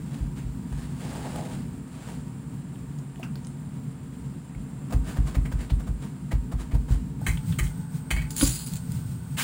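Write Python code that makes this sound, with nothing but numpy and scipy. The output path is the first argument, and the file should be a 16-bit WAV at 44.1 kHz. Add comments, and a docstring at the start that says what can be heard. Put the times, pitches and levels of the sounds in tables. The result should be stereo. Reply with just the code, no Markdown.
"""Hands pat meat dry with a paper towel on a board: each pat puffs out air and thumps the counter.
Then the sound cuts to the stove: dry spaghetti is tapped on the floor of a pot over a gas burner and
let go to fan out, ticking and rubbing; at the end fat sizzles. A fan rumbles throughout.
A phone close by hears it all through two microphone ports a few centimetres apart."""
import sys
import numpy as np
from scipy import signal
from scipy.fft import rfft, irfft, next_fast_len
from scipy.io import wavfile
from scipy.ndimage import uniform_filter1d

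SR = 44100
rng = np.random.default_rng(int(sys.argv[2]) if len(sys.argv) > 2 else 0)


def to_wav(s):
    """Save 16-bit WAV."""
    ch = np.atleast_2d(s).T  # columns
    pcm = np.round(np.clip(ch, -1, 1) * 32767)  # PCM
    wavfile.write(sys.argv[1], SR, pcm.astype(np.int16))


N = 415863

# Levels are relative. A fade_s or t60 is the time a sound takes to drop by 60 dB.
# fan and burner over time: time_s, rumble_db, hiss_db, sideways_lean
AIR_LEVELS = [(0, -36, -57.5, 1), (1.5, -37.5, -55, 4.5), (4.4, -39, -56, 4), (4.9, -37, -53.5, 2),
              (7.2, -36.5, -59, -1), (7.22, -39.5, -52.5, 4.5), (9.43, -40.5, -54.5, 3)]
# tone of each noise, from bass to treble: pitch_hz, level_db
RUMBLE_TONE = [(25, -24), (60, -9.5), (100, -10), (150, -1), (260, -7.5), (330, -22), (520, -32),
               (720, -37.5), (3000, -47)]
HISS_TONE = [(600, 18.5), (1000, 19), (3000, 5), (5800, -10.5), (8000, 2.5), (12000, -6), (15500, -23)]
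FLAME_TONE = [(50, -16), (110, 1), (165, 3), (220, -17), (400, -41)]
FAT_TONE = [(500, -1), (1200, 6), (2600, 8), (5000, 0.5), (8000, 0.5), (15500, -2)]
PAPER_TONE = [(400, 7.5), (800, 2), (1500, 3.5), (3000, -2.5), (5500, -6), (9000, -7), (15500, -16)]
# pitches that stand out of the rumble and the two hisses: pitch_hz, width_hz, boost_db
RUMBLE_PEAKS = [(64.4, 5.6, 10), (138.9, 26, 8.5), (261.3, 49, 5), (354.6, 15, 11), (447.6, 35, 12),
                (936, 56, 18)]
FAN_PEAKS = [(7320, 160, 12.5), (7600, 144, 13.5), (8450, 68, 14), (9540, 135, 15.5)]
BURNER_PEAKS = [(868.5, 15, 16), (1490, 150, 10), (4470, 230, 13), (8420, 650, 20), (13100, 7600, -5)]
# notes that each thing rings with when hit: pitch_hz, level_db, fade_s
POT_NOTES = [(1930, -6, 0.02), (2103, -3, 0.034), (2245, 0.5, 0.027), (2483, -0.5, 0.02), (3060, 0, 0.0094),
             (4010, -5.5, 0.013), (4470, -10, 0.012)]
POT_WALL_NOTES = [(279, -5, 0.14), (290, -2.5, 0.084), (543, -4.5, 0.056), (1140, -4.5, 0.04),
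                  (1450, 4, 0.084)]
COUNTER_NOTES = [(50.45, 5, 0.29), (70.5, 2.5, 0.21), (114, 6, 0.061), (262, -9.5, 0.12)]
# notes of the dry strands: pitch_hz, fade_s, level_db
STRAND_NOTES = [(4440, .015, -15), (4890, .05, -11), (7300, 0.006, -10.5), (8200, 0.0085, -12),
                (10070, .05, -14.5), (10980, 0.018, -8)]
# single strands snap against the rim: start_s, level_db, fade_s
RIM_SNAPS = [(8.305, -32, 0.067), (8.364, -38, .04), (8.662, -38, 0.17), (8.735, -30, 0.02),
             (8.756, -31, 0.016), (8.765, -36, 0.034), (8.919, -38, 0.02)]
# spaghetti ends hit the pot: start_s, level_db, fade_s, treble_db
BUNDLE_TAPS = [(7.264, -16.5, 0.053, -9), (7.275, -29, 0.22, -6), (7.586, -17, 0.072, -9.5),
               (7.631, -40, 0.25, -1.5), (8.104, -17.5, 0.13, -11.5), (8.162, -29.5, 0.28, -18),
               (8.218, -34.5, 0.082, -9)]
# the loose bundle knocks the rim, then falls against the wall: start_s, level_db, contact_s
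BUNDLE_FALLS = [(8.411, -32, 0.00026), (8.427, -16, 0.00089)]
# a lone strand ticks the pot: start_s, level_db, pitch_hz, fade_s
STRAND_TICKS = [(7.216, -30, 800, .012), (7.373, -34, 3170, .04), (7.524, -34, 3230, .07),
                (7.668, -37, 3150, .04), (8.411, -21, 3700, 0.044), (8.679, -36, 4930, .04)]
# wet meat lets go of board and fingers: start_s, level_db, pitch_hz, fade_s
WET_SMACKS = [(2.757, -45, 3400, .02), (2.986, -43.5, 6960, .035), (3.159, -37, 2650, 0.0086),
              (3.195, -40.5, 730, 0.12), (3.229, -35.5, 2640, 0.08), (3.232, -40.5, 5800, 0.066),
              (3.235, -42, 1400, 0.17), (3.356, -27.5, 4670, 0.01), (3.448, -35, 6200, 0.011),
              (3.47, -30.5, 9700, 0.011), (4.548, -38.5, 2220, 0.023)]
# the towel is pulled, folded or rubbed: start_s, hold_s, level_db
TOWEL_PULLS = [(0.14, 0.049, -55), (.78, 0.055, -55), (1.05, 0.47, -47), (2.05, 0.074, -51.5)]
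# short taps and puffs on the towel, and longer crumples: peak_s, level_db, width_s, trapped_air_hz
TOWEL_TOUCHES = [(.145, -45, .002, 4000), (.385, -52, 0.025, 2100), (.728, -44, 0.0038, 1350),
                 (1.361, -36, 0.0054, 796), (4.91, -44.5, 0.0086, 1010), (5.095, -45, 0.041, 1590),
                 (5.285, -45.5, 0.025, 1090), (5.461, -39, 0.0086, 2070), (5.615, -48, .028, 2010),
                 (5.805, -42.5, 0.0086, 1060), (6.04, -51, 0.029, 1100), (6.61, -48, 0.024, 1200),
                 (6.75, -41, 0.011, 840), (6.925, -46.5, 0.027, 900)]
# a hand pats the meat through the towel: time_s, slap_db, thump_db, trapped_air_hz
HAND_PATS = [(.196, -60, -30, 1200), (.434, -59, -33.5, 960), (0.706, -59, -33, 1220),
             (4.932, -34, -21.5, 605), (5.173, -39.5, -21.5, 1440), (5.355, -36.5, -21.5, 2020),
             (5.525, -38.5, -25.5, 1490), (5.706, -40, -21.5, 3350), (5.878, -41, -27.5, 1320),
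             (6.322, -35.5, -23, 1910), (6.525, -39.5, -27.5, 1110), (6.722, -43.5, -21, 2140),
             (6.893, -41, -20.5, 690)]
# how the two ports differ: pitch_hz, half_phase_gap_turns, share_heard_alike (0 to 1)
PORT_GAPS = [(60, .03, .5), (250, .06, .3), (600, .125, .2), (5000, .13, .2), (6000, .165, .5),
             (7000, .1, .6), (7700, 0., 1.), (9400, 0., 1.), (10300, -.12, .6), (11300, -.247, 1.),
             (12800, -.253, 1.), (13600, -.38, .5), (14500, -.5, 1.)]

STOVE_SCENE_S = 7.21
TIME_S = np.arange(N) / SR


def undb(db):
    """Turn decibels into a gain to multiply by."""
    return 10 ** (np.asarray(db) / 20)


def unit(x):
    """Scale to an average (rms) level of 1."""
    return x / np.sqrt(np.mean(x ** 2))


def noise(length=N):
    """Two unrelated streams of white noise."""
    return rng.standard_normal((2, length))


def colour(x, tone, peaks=()):
    """Shape a sound by a tone curve and peaks; it comes out at level 1."""
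    size = next_fast_len(N)
    freqs = np.arange(1, size // 2 + 2) * SR / size
    tone_hz, tone_db = np.transpose(tone)
    db = np.interp(np.log(freqs), np.log(tone_hz), tone_db)
    db += sum(boost / (1 + (2 * (freqs - hz) / width) ** 2) for hz, width, boost in peaks)
    return unit(irfft(rfft(x, size) * undb(db), size)[..., :N])


def ring(x, hz, t60):
    """Each push in x sets off one fading note."""
    pole = np.exp(2j * np.pi * hz / SR - np.log(1000) / (max(t60, 1e-3) * SR))
    return signal.lfilter([0, pole.imag], [1, -2 * pole.real, abs(pole) ** 2], x)


def wander(rate_hz):
    """Glide between random values, mostly within 1 of zero."""
    step = int(SR / rate_hz)
    held = np.repeat(rng.standard_normal(N // step + 1), step)
    return 1.2 * uniform_filter1d(held, step)[:N]


def crackle(per_s, spread_db):
    """Two streams of random clicks of uneven size."""
    clicks = (rng.random((2, N)) < per_s / SR) * noise()
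    return unit(clicks * undb(spread_db * np.minimum(rng.exponential(size=(2, N)), 3)))


def bursts(rows, rise_s):
    """A gain that jumps up and fades for each row."""
    gain, t = np.zeros(N), np.arange(SR // 2) / SR
    for start_s, db, t60 in rows:
        i = int(start_s * SR)
        burst = undb(db - 60 * t / t60) * (1 - np.exp(-t / rise_s))
        gain[i:i + len(t)] += burst[:N - i]
    return gain


def swell(start_s, hold_s, db, rise_db_s=0, fall_db_s=0):
    """A gain that rises until start_s, holds, then falls."""
    before, after = np.maximum(start_s - TIME_S, 0), np.maximum(TIME_S - start_s - hold_s, 0)
    return undb(db - rise_db_s * before - fall_db_s * after)


def push(start_s, db, contact_s):
    """A soft hit: one smooth hump of force, duller the longer it lasts."""
    force, i, k = np.zeros(N), int(start_s * SR), int(contact_s * SR)
    force[i:i + k] = undb(db) * np.sin(np.pi * (np.arange(k) + .5) / k) * np.pi / 2 / k
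    return force


def pops(rows):
    """Small clicks, each a short burst of noise around one pitch."""
    out, length = np.zeros((2, N)), SR // 5
    for start_s, db, hz, t60 in rows:
        i = int(start_s * SR)
        spit = noise(length) * undb(db - 60 * np.arange(length) / SR / t60)
        out[:, i:i + length] += .22 * ring(spit, hz, 5 / hz) + .06 * ring(spit, hz, 22 / hz) + .22 * spit
    return out


def room(x, fade_s=0.22, echo_db=-6):
    """The walls add a short echo; the second stream stands for scattered sound."""
    t = np.arange(SR // 3) / SR
    echo = noise(len(t)) * undb(-60 * t / fade_s)
    echo *= undb(echo_db) / np.sqrt(np.sum(echo ** 2, axis=1, keepdims=True))
    echo[0, 0], echo[1, 19] = 1, 1  # the first sound to arrive
    return signal.fftconvolve(x, echo, axes=1)[:, :N]


def ports(direct, scattered):
    """Sound reaches one port later, so their sum and difference cancel in turn up the treble."""
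    size = next_fast_len(N)
    log_hz = np.log(np.arange(1, size // 2 + 2) * SR / size)
    hz, turns, share = np.transpose(PORT_GAPS)
    half_gap = 2 * np.pi * np.interp(log_hz, np.log(hz), turns)
    alike = np.clip(np.interp(log_hz, np.log(hz), share), 0, 1)
    direct, scattered = np.sqrt(2) * rfft([direct, scattered], size)
    mid = np.cos(half_gap) * direct
    side = np.sin(half_gap) * (-1j * alike * direct + np.sqrt(1 - alike ** 2) * scattered)
    return irfft(np.array([mid + side, mid - side]), size)[:, :N]


def fan_and_burner(roar_db=-35):
    """A fan rumbles and hisses; the sound cuts to the stove, where a burner already roars and hisses."""
    times, *columns = np.transpose(AIR_LEVELS)
    rumble_db, hiss_db, lean = [np.interp(TIME_S, times, column) for column in columns]
    fan, gas, draught, flame = noise(), noise(), noise(), noise()
    rumble = colour(fan, RUMBLE_TONE, RUMBLE_PEAKS) * undb(rumble_db + 1.33 * wander(12))
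    rumble[1] += 0.12 * lean * rumble[0]  # moves the rumble to one side
    at_stove = TIME_S > STOVE_SCENE_S
    hiss = np.where(at_stove, colour(gas, HISS_TONE, BURNER_PEAKS), colour(draught, HISS_TONE, FAN_PEAKS))
    roar = at_stove * colour(flame, FLAME_TONE) * undb(roar_db + 3.04 * wander(13))
    return rumble + roar + hiss * undb(hiss_db)


def sizzle(start_s=9.366, rise_s=0.021, level_db=-29):
    """Water in hot fat bursts in a dense crackle."""
    rise = np.clip((TIME_S - start_s) / rise_s, 0, 1)
    return colour(crackle(5000, 1.8) + 1.2 * noise(), FAT_TONE) * rise * undb(level_db)


def strands(let_go_s=8.364, clatter_s=8.41, settled_s=8.62):
    """Brittle strands rub and tick on each other and the rim; their notes come and go as they touch."""
    slide = (TIME_S > let_go_s) * swell(let_go_s, hold_s=0, db=-36.5, fall_db_s=25)
    slide *= swell(settled_s, hold_s=0, db=0, fall_db_s=152)
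    slide += swell(clatter_s, hold_s=0.064, db=-34.5, rise_db_s=253, fall_db_s=250)  # the bundle falls
    ticks = crackle(2600, 1.8) + .5 * noise()
    rattle = colour(ticks, [(700, -13), (1500, -14), (3500, -9), (5500, -6), (8000, 1), (15500, -2.5)])
    for hz, t60, db in STRAND_NOTES:
        touch = undb(6 * wander(30))
        rattle += undb(db) * unit(ring(ticks * touch, hz, t60))
    slide *= undb(1.6 * wander(100))
    return rattle * (slide + bursts(RIM_SNAPS, rise_s=0.00055))


def pot(ring_db=-29.5, rise_s=0.0017):
    """Spaghetti ends land as a shower of clicks that rings the pot; the falling bundle booms its wall."""
    shower = unit(crackle(3000, 2) + .5 * noise())
    taps = shower * bursts([row[:3] for row in BUNDLE_TAPS], rise_s)
    # each note answers a little differently as the ends land in new places
    body = sum(undb(ring_db + db) * ring(taps * undb(2.8 * wander(9)), hz, t60)
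               for hz, db, t60 in POT_NOTES)
    edge = colour(shower, [(400, 10.5), (1300, -12), (4500, 2), (6000, 13), (8500, 11.5), (15500, 6)])
    edge *= bursts([(s, db + treble_db, t60) for s, db, t60, treble_db in BUNDLE_TAPS], rise_s)
    force = sum(push(*row) for row in BUNDLE_FALLS)
    boom = sum(undb(db) * ring(force, hz, t60) for hz, db, t60 in POT_WALL_NOTES)
    return body + edge + pops(STRAND_TICKS) + boom * np.array([[1], [.3]])


def meat():
    """Wet meat clicks as it comes unstuck."""
    return pops(WET_SMACKS)


def counter(fingers_s=0.01268, palm_s=0.0293, meat_lands_s=4.547):
    """Every blow comes in two pushes, like fingers and then palm; the counter and board ring low."""
    blows = [(s, db) for s, _, db, _ in HAND_PATS] + [(meat_lands_s, -38.5)]
    # knocks on the pot go on into the counter, later and weaker
    blows += [(s + 0.00765, db - 8) for s, db, *_ in BUNDLE_TAPS]
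    (knock_s, _, _), (_, fall_db, _) = BUNDLE_FALLS
    blows.append((knock_s, fall_db - 9))
    force = sum(push(s + fingers_s, db, 0.002) + push(s + palm_s, db + 0.5, 0.0035) for s, db in blows)
    return -sum(undb(db) * ring(force, hz, t60) for hz, db, t60 in COUNTER_NOTES)


def towel(rest_db=-61.5, swish_even_db=-46.5, slap_s=0.0096, long_touch_s=.012, hollow_db=-5.5):
    """Creases crackle over a soft swish; each pat squeezes out a puff of air with a hollow note."""
    pull = undb(rest_db) * (TIME_S < STOVE_SCENE_S)  # the towel lying in the hand
    pull += sum(swell(*row, rise_db_s=114, fall_db_s=139) for row in TOWEL_PULLS)
    paper = colour(crackle(6000, 2.8) + 0.7 * noise(), PAPER_TONE)
    puff = colour(crackle(5000, 1.2),
                  [(200, 3.5), (650, 10), (1200, 0), (3300, -10), (6000, -12), (15500, -15.5)])
    # a fast pull drags air along: above swish_even_db the swish outgrows the crackle
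    swish = colour(noise(), [(250, -4), (850, 1.5), (2200, -50)])
    swish *= pull ** 2 * undb(2.5 * wander(25) - swish_even_db)
    touches = [(s, db, width_s, hz, paper + puff if width_s > long_touch_s else puff)
               for s, db, width_s, hz in TOWEL_TOUCHES]
    slaps = [(s, db, slap_s, hz, puff) for s, db, _, hz in HAND_PATS]
    puffs = np.zeros((2, N))
    for peak_s, db, width_s, hz, texture in touches + slaps:
        peak = int(peak_s * SR)
        span = slice(max(peak - SR // 8, 0), peak + SR // 2)
        age = (TIME_S[span] - peak_s) / width_s
        squeeze = undb(db) * np.exp(-np.where(age < 0, 1.2 * age ** 2, 0.9 * age))
        hollow = unit(ring(noise(len(age)), hz, 8 / hz))  # trapped air rings for 8 cycles
        puffs[:, span] += squeeze * (texture[:, span] + undb(hollow_db) * hollow)
    paper *= undb(1.3 * wander(45))
    return pull * paper + swish + puffs


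def scene():
    """Close sounds echo in the room; fan, burner and counter join them at the ports."""
    close = room(meat() + pot() + strands() + towel() + sizzle())
    direct, scattered = close + fan_and_burner()
    return ports(direct + .7 * counter(), scattered)


def record(dry, bottom_hz=36, top_hz=15800):
    """The phone drops the deepest bass and cuts the highest treble."""
    dry = signal.sosfilt(signal.butter(2, bottom_hz, "high", fs=SR, output="sos"), dry)
    return signal.sosfilt(signal.ellip(10, .2, 80, top_hz, fs=SR, output="sos"), dry)


dry = scene()
out = record(dry)
to_wav(out)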